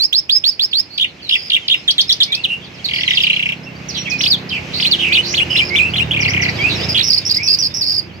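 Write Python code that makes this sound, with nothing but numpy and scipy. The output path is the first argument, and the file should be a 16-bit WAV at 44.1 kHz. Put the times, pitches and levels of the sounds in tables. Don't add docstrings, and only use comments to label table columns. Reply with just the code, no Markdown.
import sys
import numpy as np
from scipy import signal
from scipy.fft import rfft, irfft, next_fast_len
from scipy.io import wavfile
from scipy.ndimage import uniform_filter1d, minimum_filter1d

SR = 44100
rng = np.random.default_rng(int(sys.argv[2]) if len(sys.argv) > 2 else 0)


def pcm_store(signal):
    levels = np.round(np.clip(np.atleast_2d(signal), -1, 1) * 32767)
    wavfile.write(sys.argv[1], SR, levels.astype(np.int16).T)


N = 361619
TIME = np.arange(N) / SR


def from_db(db):
    return 10 ** (np.asarray(db) / 20)


def rms_one(x):
    return x / np.sqrt(np.mean(x ** 2) + 1e-20)


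def curves(rows, at):
    first, *columns = np.transpose(rows)
    return [np.interp(at, first, column) for column in columns]


def drift(count, per_s):
    targets = rng.standard_normal(int(count * per_s / SR) + 2)
    return np.interp(np.arange(count) * per_s / SR, np.arange(len(targets)), targets)


def delayed(x, delay_s):
    return np.interp(TIME - delay_s, TIME, x, left=0)


def add(out, start_s, sound):
    start = round(start_s * SR)
    part = sound[max(-start, 0):N - start]
    out[max(start, 0):max(start, 0) + len(part)] += part


def through(length_s):
    return np.linspace(0, 1, max(int(length_s * SR), 64))


def noise(spectrum):
    # frequency_hz, likeness_share
    ear_likeness = [(60, 0.95), (200, 0.72), (500, 0.67), (1000, 0.0035), (4000, 0.43), (16000, 0.38)]
    size = next_fast_len(N)
    log_hz = np.log(np.arange(size // 2 + 1) * SR / size + 1)
    hz, db = np.transpose(spectrum)
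    past_ends = np.abs(log_hz - np.clip(log_hz, np.log(hz[0]), np.log(hz[-1])))
    gain = from_db(np.interp(log_hz, np.log(hz), db) - 40 * past_ends)
    alike = np.clip(curves(ear_likeness, np.exp(log_hz))[0], -1, 1)
    mid, side = rfft(rng.standard_normal((2, size)))
    ears = np.sqrt(1 + alike) * mid + np.sqrt(1 - alike) * side * [[1], [-1]]
    return rms_one(irfft(gain * ears, size)[:, :N])


def far_engine():
    # time_s, pitch_hz, level_db
    engine_note = [(4.6, 349, -70), (4.95, 344.3, -33.5), (5.5, 353.5, -35), (5.75, 363.4, -34.5),
                   (6.1, 365, -65)]
    hz, db = curves(engine_note, TIME)
    hz *= 1 + .0089 * drift(N, 25)
    sounding = (TIME > engine_note[0][0]) & (TIME < engine_note[-1][0])
    return sounding * from_db(db) * np.sin(2 * np.pi * np.cumsum(hz) / SR)


def motorbike(ride, pipe, unevenness, roughness):
    per_s, db = curves(ride, TIME)
    firings = np.cumsum(per_s * (1 + .003 * drift(N, 8))) / SR
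    puffs = np.diff(np.floor(firings), prepend=0) * (1 + unevenness * drift(N, 40))
    puffs += roughness * rng.standard_normal(N) * np.exp(-4 * (firings % 1))
    out = np.zeros(N)
    for k, (hz, width_hz, ring_db) in enumerate(pipe):
        band = signal.butter(2, [hz - width_hz / 2, hz + width_hz / 2], "band", fs=SR, output="sos")
        out += (-1) ** k * from_db(ring_db) * signal.sosfilt(band, puffs)
    return from_db(db) * rms_one(out)


def street():
    # time_s, firings_per_s, level_db
    steady_ride = [(0, 28.8, -58), (1.5, 29.3, -51), (2.9, 31.5, -41), (4.2, 32.4, -34), (5, 32.4, -35),
                   (6, 32, -39), (8.2, 32, -52)]
    passing_ride = [(0, 42, -62), (3.6, 43, -54), (5.7, 43.5, -37), (5.9, 42, -31), (6.1, 38, -26),
                    (6.5, 28.5, -27), (6.7, 26.7, -30), (6.9, 28, -27), (7.05, 32, -37), (7.7, 41, -41),
                    (8.2, 42, -52)]
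    # pitch_hz, width_hz, level_db
    steady_pipe = [(119, 34, 3), (177.7, 51, 6.5), (264.7, 24, 0.5), (356, 77, -11.5)]
    passing_pipe = [(95.2, 25.5, 3), (141.4, 59, 0.5), (218.8, 105, -12.5), (365, 31, -18)]
    # frequency_hz, level_db
    rumble_colour = [(30, -24), (60, -0.5), (85, 7), (160, 2), (260, -3), (350, 1), (500, -30.5)]
    tyre_colour = [(200, 1), (400, 1), (700, -2), (1300, -7.5), (2500, -3.5), (5000, -28), (8000, -66),
                   (12000, -34), (16000, -41)]
    # time_s, rumble_db, tyre_db
    traffic_levels = [(0.0, -40, -55), (0.27, -44, -54), (3.22, -37.5, -45.5), (3.4, -41.5, -47),
                      (3.95, -33, -42.5), (5.64, -31, -38), (6.03, -26, -38), (6.83, -25.5, -33),
                      (7.1, -32, -44), (8.2, -32, -48.5)]
    steady = from_db(1.5) * motorbike(steady_ride, steady_pipe, unevenness=.14, roughness=.005)
    passing = from_db(3) * motorbike(passing_ride, passing_pipe, unevenness=.13, roughness=.006)
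    rumble_db, tyre_db = curves(traffic_levels, TIME)
    road = from_db(rumble_db - 5.5) * noise(rumble_colour)
    road += from_db(tyre_db + 7.5) * noise(tyre_colour)
    return (steady + passing + far_engine() + road) * from_db([[-1.4], [1.4]])


def voice_box(hz, db, jitter, bright_db=0, hoarse=.62):
    # pitch_multiple, level_db
    overtones = [(2, -34), (3, -35.5)]
    hz = hz * (1 + jitter * drift(len(hz), 900.8))
    phase = 2 * np.pi * np.cumsum(hz) / SR
    tone = np.sin(phase)
    for multiple, overtone_db in overtones:
        overtone = np.sin(multiple * phase + hoarse * drift(len(hz), 1500))
        tone += from_db(overtone_db + bright_db) * overtone * (multiple * hz < SR / 2)
    age = np.arange(len(hz)) / SR
    soft_ends = np.clip(np.minimum(age, age[::-1]) / .00066, 0, 1)
    return tone * from_db(db) * soft_ends


def cage(song, pan_db, lag_ms, echo_db, room_db, wall_scale, tail_s):
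    # base_delay_s (stretched by wall_scale), level_db
    left_echoes = [(.0023, -6.5), (.0056, -6.5), (.0094, -11), (.0151, -13)]
    right_echoes = [(.0031, -2.5), (.0068, -13), (0.0114, -17), (0.019, -23.5)]
    direct = np.array([delayed(song, lag_ms / 1000), song])
    echoes = np.array([sum(from_db(db) * delayed(song, delay * wall_scale) for delay, db in side)
                       for side in (left_echoes, right_echoes)])
    age = TIME[:SR // 2]
    tail = rng.standard_normal((2, len(age))) * from_db(-60 * age / tail_s) * np.clip(age / .014, 0, 1)
    tail /= np.sqrt(np.sum(tail ** 2, axis=1, keepdims=True))
    room = signal.fftconvolve(song[None], tail, axes=1)[:, :N]
    heard = direct + from_db(echo_db) * echoes + from_db(room_db) * room
    return heard * from_db([[-pan_db / 2], [pan_db / 2]])


def high_wash():
    # frequency_hz, level_db
    wash_colour = [(1200, -52), (2000, 8.5), (2700, 11.5), (3600, 1), (4900, 2), (6200, -2), (8000, -16.5)]
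    # time_s, level_db
    wash_levels = [(0, -44), (1.15, -33), (1.5, -26), (2.7, -30.5), (3.17, -15), (3.68, -33), (4, -22),
                   (4.45, -29), (4.85, -17), (6.2, -25.5), (6.75, -15.5), (7.95, -34), (8.2, -36.5)]
    chirps = np.zeros(N)
    for when, span, pitch, slope, strength in rng.random((130, 5)):
        share = through(.0249 + .052 * span)
        hz = 2600 * 2.1 ** pitch * np.exp(.4 * (2 * slope - 1) * (share - .5))
        add(chirps, when * TIME[-1], np.sin(np.pi * share) * voice_box(hz, 14 * strength, jitter=.015))
    chirps = cage(rms_one(chirps), pan_db=1, lag_ms=.2, echo_db=3, room_db=-3, wall_scale=1.6, tail_s=.4)
    return from_db(curves(wash_levels, TIME)[0] - 13) * (noise(wash_colour) + .5 * chirps)


def rasp(birds):
    # frequency_hz, level_db
    rasp_colour = [(900, -10), (2000, 5.5), (4500, 8), (6500, 4), (8000, -4), (10000, -20), (12000, -6.5),
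                   (13800, 3), (15500, -14)]
    treble = np.diff(birds, prepend=0)
    loudness = np.sqrt(np.abs(uniform_filter1d(treble ** 2, size=200, axis=1)))
    return from_db(-24.5 + 6 * drift(N, 80)) * loudness * noise(rasp_colour)


def repeat_call(shape, notes, jitter, buzz=0, buzz_hz=250, bright_db=0):
    out = np.zeros(N)
    for start_s, length_s, pitch_factor, level_db in notes:
        share = through(length_s)
        hz, db = curves(shape, share)
        depth = buzz * np.clip(2 * share - 1, 0, 1) ** .5
        shake = 1 + depth * np.sin(2 * np.pi * buzz_hz * length_s * share)
        add(out, start_s, voice_box(hz * pitch_factor * shake, db + level_db, jitter, bright_db))
    return out


def far_calls():
    # start_s, length_s, first_hz, last_hz, level_db, jitter_share
    glides = [(0.491, 0.043, 4950, 4420, -24, .044), (0.895, 0.091, 4230, 4760, -32, 0.027),
              (1.214, 0.088, 4680, 3510, -30, 0.0096), (1.611, 0.059, 3300, 2930, -32.5, 0.011),
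              (2.071, 0.057, 5000, 6100, -23.5, 0.014), (2.477, 0.074, 2806, 2780, -16, 0.038),
              (2.842, 0.024, 4600, 3760, -13.5, .041), (2.927, 0.09, 4690, 4530, -22.5, .088),
              (3.66, 0.031, 2790, 2630, -31, .007), (3.941, 0.056, 4300, 2895, -19.5, 0.13),
              (3.967, 0.057, 5810, 5620, -24.5, 0.015), (4.051, 0.048, 2750, 2056, -21, 0.064),
              (4.105, 0.054, 2553, 2418, -16, 0.01), (4.183, 0.038, 5260, 6140, -21, 0.014),
              (4.501, 0.087, 3174, 2300, -17, 0.08), (4.73, 0.062, 3750, 4780, -17.5, 0.083),
              (4.983, 0.11, 3194, 2450, -11.5, 0.067), (5.225, .12, 3910, 6290, -20, 0.1),
              (5.495, .089, 2966, 2715, -12.5, .048), (6.273, 0.041, 4360, 6200, -19.5, 0.032),
              (6.486, 0.015, 3630, 6000, -20.5, .018), (6.689, .055, 4390, 3670, -16.5, .087),
              (6.788, 0.077, 4750, 5190, -23, .052), (7.435, 0.092, 2550, 2676, -25.5, 0.0065)]
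    # note_share, base_pitch_hz, level_db
    wheet_shape = [(0, 2140, -6.5), (.3, 2274, -0.5), (.7, 2560, 5.5), (1, 2765, -8.5)]
    zip_shape = [(0, 6200, -5), (.2, 5650, 0), (.7, 4600, -5.5), (1, 4120, -3)]
    # start_s, length_s, pitch_factor, level_db
    wheet_notes = [(2.276, 0.15, 1.04, -27), (5.09, 0.077, 1.03, -14.5), (5.7, .19, 1, -14),
                   (6.587, .11, 1.01, -13.5), (7.361, .08, .95, -23)]
    zip_notes = [(.71, 0.033, 0.81, -25), (2.639, .039, 0.81, -35.5), (2.74, .045, 0.91, -38),
                 (3.148, 0.028, 0.85, -15), (3.214, 0.056, 0.89, -20.5), (3.886, 0.026, 1.04, -18.5),
                 (4.098, .026, 1, -17.5), (4.491, 0.013, 0.87, -19.5), (6.205, 0.041, 0.99, -17.5),
                 (6.415, 0.033, 0.99, -16.5)]
    out = np.zeros(N)
    for start_s, length_s, first_hz, last_hz, level_db, jitter in glides:
        share = through(length_s)
        swell = np.clip(np.minimum(share, 1 - share) * 5, 0, 1) ** .7
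        hz = first_hz * (last_hz / first_hz) ** share
        add(out, start_s, swell * voice_box(hz, level_db, jitter))
    out += repeat_call(wheet_shape, wheet_notes, jitter=.024)
    return out + repeat_call(zip_shape, zip_notes, jitter=.022)


def plain_calls():
    # note_share, base_pitch_hz, level_db
    fall_shape = [(0, 5510, -7), (.2, 4820, 0), (.45, 3950, -1), (.75, 3450, -10), (1, 3100, -33)]
    peep_shape = [(0, 2650, -2.5), (.25, 3260, -1.5), (.55, 3450, -9), (1, 3010, -7)]
    # start_s, length_s, pitch_factor, level_db
    fall_notes = [(2.437, .031, .76, -10), (4.301, .068, 0.95, -7.5), (4.911, .052, 0.87, -6.5)]
    peep_notes = [(5.935, .021, 1, -12.5), (6.109, 0.0193, 1, -8.5)]
    falls = repeat_call(fall_shape, fall_notes, jitter=.012)
    return falls + repeat_call(peep_shape, peep_notes, jitter=.009)


def chatter():
    # note_share, base_pitch_hz, level_db
    shape = [(0, 5300, -4), (.06, 3300, 4.5), (.11, 2300, -10), (.19, 5000, -21), (.26, 3000, 8.5),
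             (.31, 2800, -16), (.42, 3700, 4.5), (.5, 3010, 2.5), (.64, 3700, 4), (.72, 2280, -14),
             (.8, 2960, 8), (.88, 2000, -12.5), (1, 2493, -15)]
    # start_s, length_s, pitch_factor, level_db
    notes = [(0.977, 0.086, 1.003, -11.5), (1.291, 0.082, 0.95, -10), (1.499, 0.084, 0.97, -10),
             (1.68, 0.08, 1, -9)]
    return from_db(-1.5) * repeat_call(shape, notes, jitter=.0194)


def scoops():
    # note_share, base_pitch_hz, level_db
    upper_shape = [(0, 4110, -4.5), (.2, 3598, 2), (.45, 3290, -4.5), (.65, 3826, -2.5), (.85, 5000, -0.5),
                   (1, 5930, -18)]
    lower_shape = [(0, 2290, -22), (.15, 1960, -15.5), (.4, 1650, -38), (1, 1586, -58)]
    # start_s, length_s, pitch_factor, level_db
    notes = [(1.878, 0.039, 0.92, -6.5), (1.981, 0.037, 0.96, -3.5), (2.093, 0.042, 1, -6.5),
             (2.203, 0.037, 0.95, -4), (2.32, 0.038, 0.96, -12)]
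    upper = repeat_call(upper_shape, notes, jitter=.036, buzz=.11, buzz_hz=262.3, bright_db=4.5)
    lower = repeat_call(lower_shape, notes, jitter=.044)
    return from_db(1) * upper + from_db(-4.5) * lower


def trills():
    # first_s, last_s, note_count, length_s, top_hz, bottom_hz, end_hz,
    # downstroke_db, upstroke_db, sag_share, fade_db (negative grows louder)
    runs = [(2.885, 3.032, 7, .016, 3790, 2016, 2440, -11.5, -19, .02, -5),
            (3.077, 3.134, 3, .016, 3890, 2070, 2400, -.5, -10, .02, 3),
            (3.171, 3.52, 12, .0145, 3940, 2360, 3610, -3.5, -5, 0.138, 9),
            (6.131, 6.477, 13, .022, 3724, 2126, 2845, -14, -8.5, .12, 1.5)]
    turn_share, turn_db, edge_db = .449, -7, -16.5
    out = np.zeros(N)
    for first_s, last_s, count, length_s, top_hz, bottom_hz, end_hz, down_db, up_db, sag, fade_db in runs:
        share = through(length_s)
        hz = np.interp(share, [0, turn_share, 1], [top_hz, bottom_hz, end_hz])
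        db = np.interp(share, [0, turn_share / 3, turn_share, (1 + turn_share) / 2, 1],
                       [down_db + edge_db, down_db, up_db + turn_db, up_db, up_db + edge_db])
        for along in np.linspace(0, 1, round(count)):
            pitch_slip, level_slip = rng.standard_normal(2)
            note_hz = hz * (1 - sag * along + .0346 * pitch_slip)
            note_db = db - fade_db * along + 1.9 * level_slip
            add(out, first_s + (last_s - first_s) * along, voice_box(note_hz, note_db, jitter=.037))
    return from_db(.5) * out


def twitters():
    # start_s, length_s, centre_hz, base_sweep_hz, sweeps_per_s (negative falls), level_db
    lone_buzzes = [(1.286, .2, 5014, 950, -69.5, -26.5), (5.5, 0.2, 5115, 1066, -55, -24),
                   (6.885, 0.049, 5060, 900, -150, -14.5), (6.945, 0.058, 3205, 900, -190, -9.5),
                   (6.975, 0.054, 3784, 2460, -68.5, -10)]
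    # start_s, high_s, low_s, low_sweeps_per_s, level_db
    pairs = [(7.032, 0.063, 0.097, 71, -7.5), (7.249, .04, 0.093, 58, -9), (7.431, .04, .082, -115, -7.5),
             (7.586, .032, 0.055, -120, -9), (7.74, .065, 0.2, -78, -11)]
    high_hz, low_hz, gap_s = 5510, 4950, .003
    out, buzzes = np.zeros(N), list(lone_buzzes)
    for start_s, high_s, low_s, per_s, db in pairs:
        buzzes.append((start_s, high_s, high_hz, 880, 110, db - 4.5))
        buzzes.append((start_s + high_s + gap_s, low_s - gap_s, low_hz, 987, per_s, db))
    for start_s, length_s, centre_hz, base_sweep_hz, per_s, db in buzzes:
        count = len(through(length_s))
        sweeps = np.cumsum(per_s * (1 + .45 * drift(count, 110))) / SR
        swing = 2 * (sweeps % 1) - 1
        dip = 1.17 * np.abs(drift(count, 60)) * np.minimum(swing, 0) ** 2
        depth = .85 + .4 * drift(count, 80)
        hz = centre_hz + base_sweep_hz / 2 * (depth * swing - .187 * swing ** 2 - dip)
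        hz = uniform_filter1d(hz, size=30)
        level_db = db - 26.5 * swing ** 4 + 3 * drift(count, 85.7)
        add(out, start_s, voice_box(hz, level_db, jitter=.025, bright_db=4.5, hoarse=1.9))
    return out


def arch(length_s, from_hz, top_hz, to_hz):
    share = through(length_s)
    lift_hz = top_hz - (from_hz + to_hz) / 2
    return from_hz + (to_hz - from_hz) * share + lift_hz * np.sin(np.pi * share)


def warbles():
    # start_s, first_arch_s, second_arch_s, landing_s,
    # first_top_hz, second_top_hz, landing_hz, arch_db, landing_db
    phrases = [(4.206, 0.034, 0.023, 0.028, 5500, 5350, 4980, -8.5, -11.5),
               (4.798, 0.029, 0.025, 0.031, 5250, 4650, 4300, -10, -10.5),
               (5.12, 0.033, 0.021, 0.036, 4580, 3790, 2980, -8.5, -10),
               (5.338, .044, .021, 0.031, 4540, 3350, 2880, -11, -11.5),
               (5.557, .035, 0.016, 0.032, 4120, 3155, 2420, -9.5, -11),
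               (5.749, 0.04, .017, 0.037, 3650, 2574, 2620, -11, -14),
               (5.957, 0.027, .017, 0.03, 4140, 3190, 2810, -13, -12)]
    foot_hz, dip_hz, end_hz = 1995, 2668, 2213
    easy_hz, thin_db_per_khz = 3050, 4.5
    settle_s, fade_db, swell_db = .0065, 6, .5
    out = np.zeros(N)
    for start_s, first_s, second_s, land_s, first_hz, second_hz, land_hz, arch_db, land_db in phrases:
        arches_hz = np.r_[arch(first_s, foot_hz, first_hz, dip_hz),
                          arch(second_s, dip_hz, second_hz, end_hz)]
        thinning_db = thin_db_per_khz * np.maximum(arches_hz - easy_hz, 0) / 1000
        arches_db = arch_db + swell_db * np.linspace(-1, 1, len(arches_hz)) - thinning_db
        share = through(land_s)
        settling_hz = land_hz + (end_hz - land_hz) * np.exp(-share * land_s / settle_s)
        hz = uniform_filter1d(np.r_[arches_hz, settling_hz], size=100)
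        db = uniform_filter1d(np.r_[arches_db, land_db - fade_db * share ** 4], size=130)
        add(out, start_s, voice_box(hz, db, jitter=.013, bright_db=5, hoarse=1.3))
    return out


def rising_chirps():
    # start_s, length_s, bend_share, bend_hz, level_db
    chirps = [(-.024, 0.091, 0.28, 3960, -8.5), (0.125, .077, 0.52, 4840, -7.5),
              (0.291, .097, 0.32, 4770, -7.5), (0.437, 0.068, .2, 4120, -7.5), (0.592, 0.069, .5, 4710, -9),
              (0.728, .086, 0.14, 3710, -9)]
    # note_share, level_db
    loudness = [(0, -21), (.05, 1.5), (.2, -5), (.4, -1), (.6, -1.5), (.89, 1), (1, -23)]
    out = np.zeros(N)
    for start_s, length_s, bend_share, bend_hz, level_db in chirps:
        share = through(length_s)
        hz = np.interp(share, [0, .0583, bend_share, .92, 1], [2100, 3340, bend_hz, 5324, 5810])
        db = curves(loudness, share)[0] + level_db
        add(out, start_s, voice_box(hz, db, jitter=.01, bright_db=-1, hoarse=.37))
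    return out


def scene():
    chirps = from_db(-1) * rising_chirps()
    song = chatter() + scoops() + trills()
    warble = from_db(-2.6) * warbles() + from_db(-1.6) * plain_calls()
    far = from_db(-3) * far_calls()
    twitter = from_db(-.86) * twitters()
    birds = cage(chirps, pan_db=4.5, lag_ms=.14, echo_db=-1, room_db=-17, wall_scale=.94, tail_s=.26)
    birds += cage(song, pan_db=1.7, lag_ms=.12, echo_db=0, room_db=-11, wall_scale=.82, tail_s=.17)
    birds += cage(warble, pan_db=1.5, lag_ms=.343, echo_db=5.5, room_db=-10.5, wall_scale=.76, tail_s=.22)
    birds += cage(far, pan_db=4.5, lag_ms=.371, echo_db=2, room_db=-1.5, wall_scale=1.3, tail_s=.19)
    birds += cage(twitter, pan_db=5, lag_ms=.369, echo_db=-.5, room_db=-12, wall_scale=.67, tail_s=.2)
    return birds + rasp(birds) + high_wash() + street()


def record(dry):
    ceiling, cutoff_hz = .96, 15750
    allowed_gain = ceiling / np.maximum(np.abs(dry).max(axis=0), ceiling)
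    gain = uniform_filter1d(minimum_filter1d(allowed_gain, size=200), size=200)
    treble_cut = signal.ellip(10, .1, 80, cutoff_hz, fs=SR, output="sos")
    return signal.sosfilt(treble_cut, dry * gain)


dry = scene()
out = record(dry)
pcm_store(out)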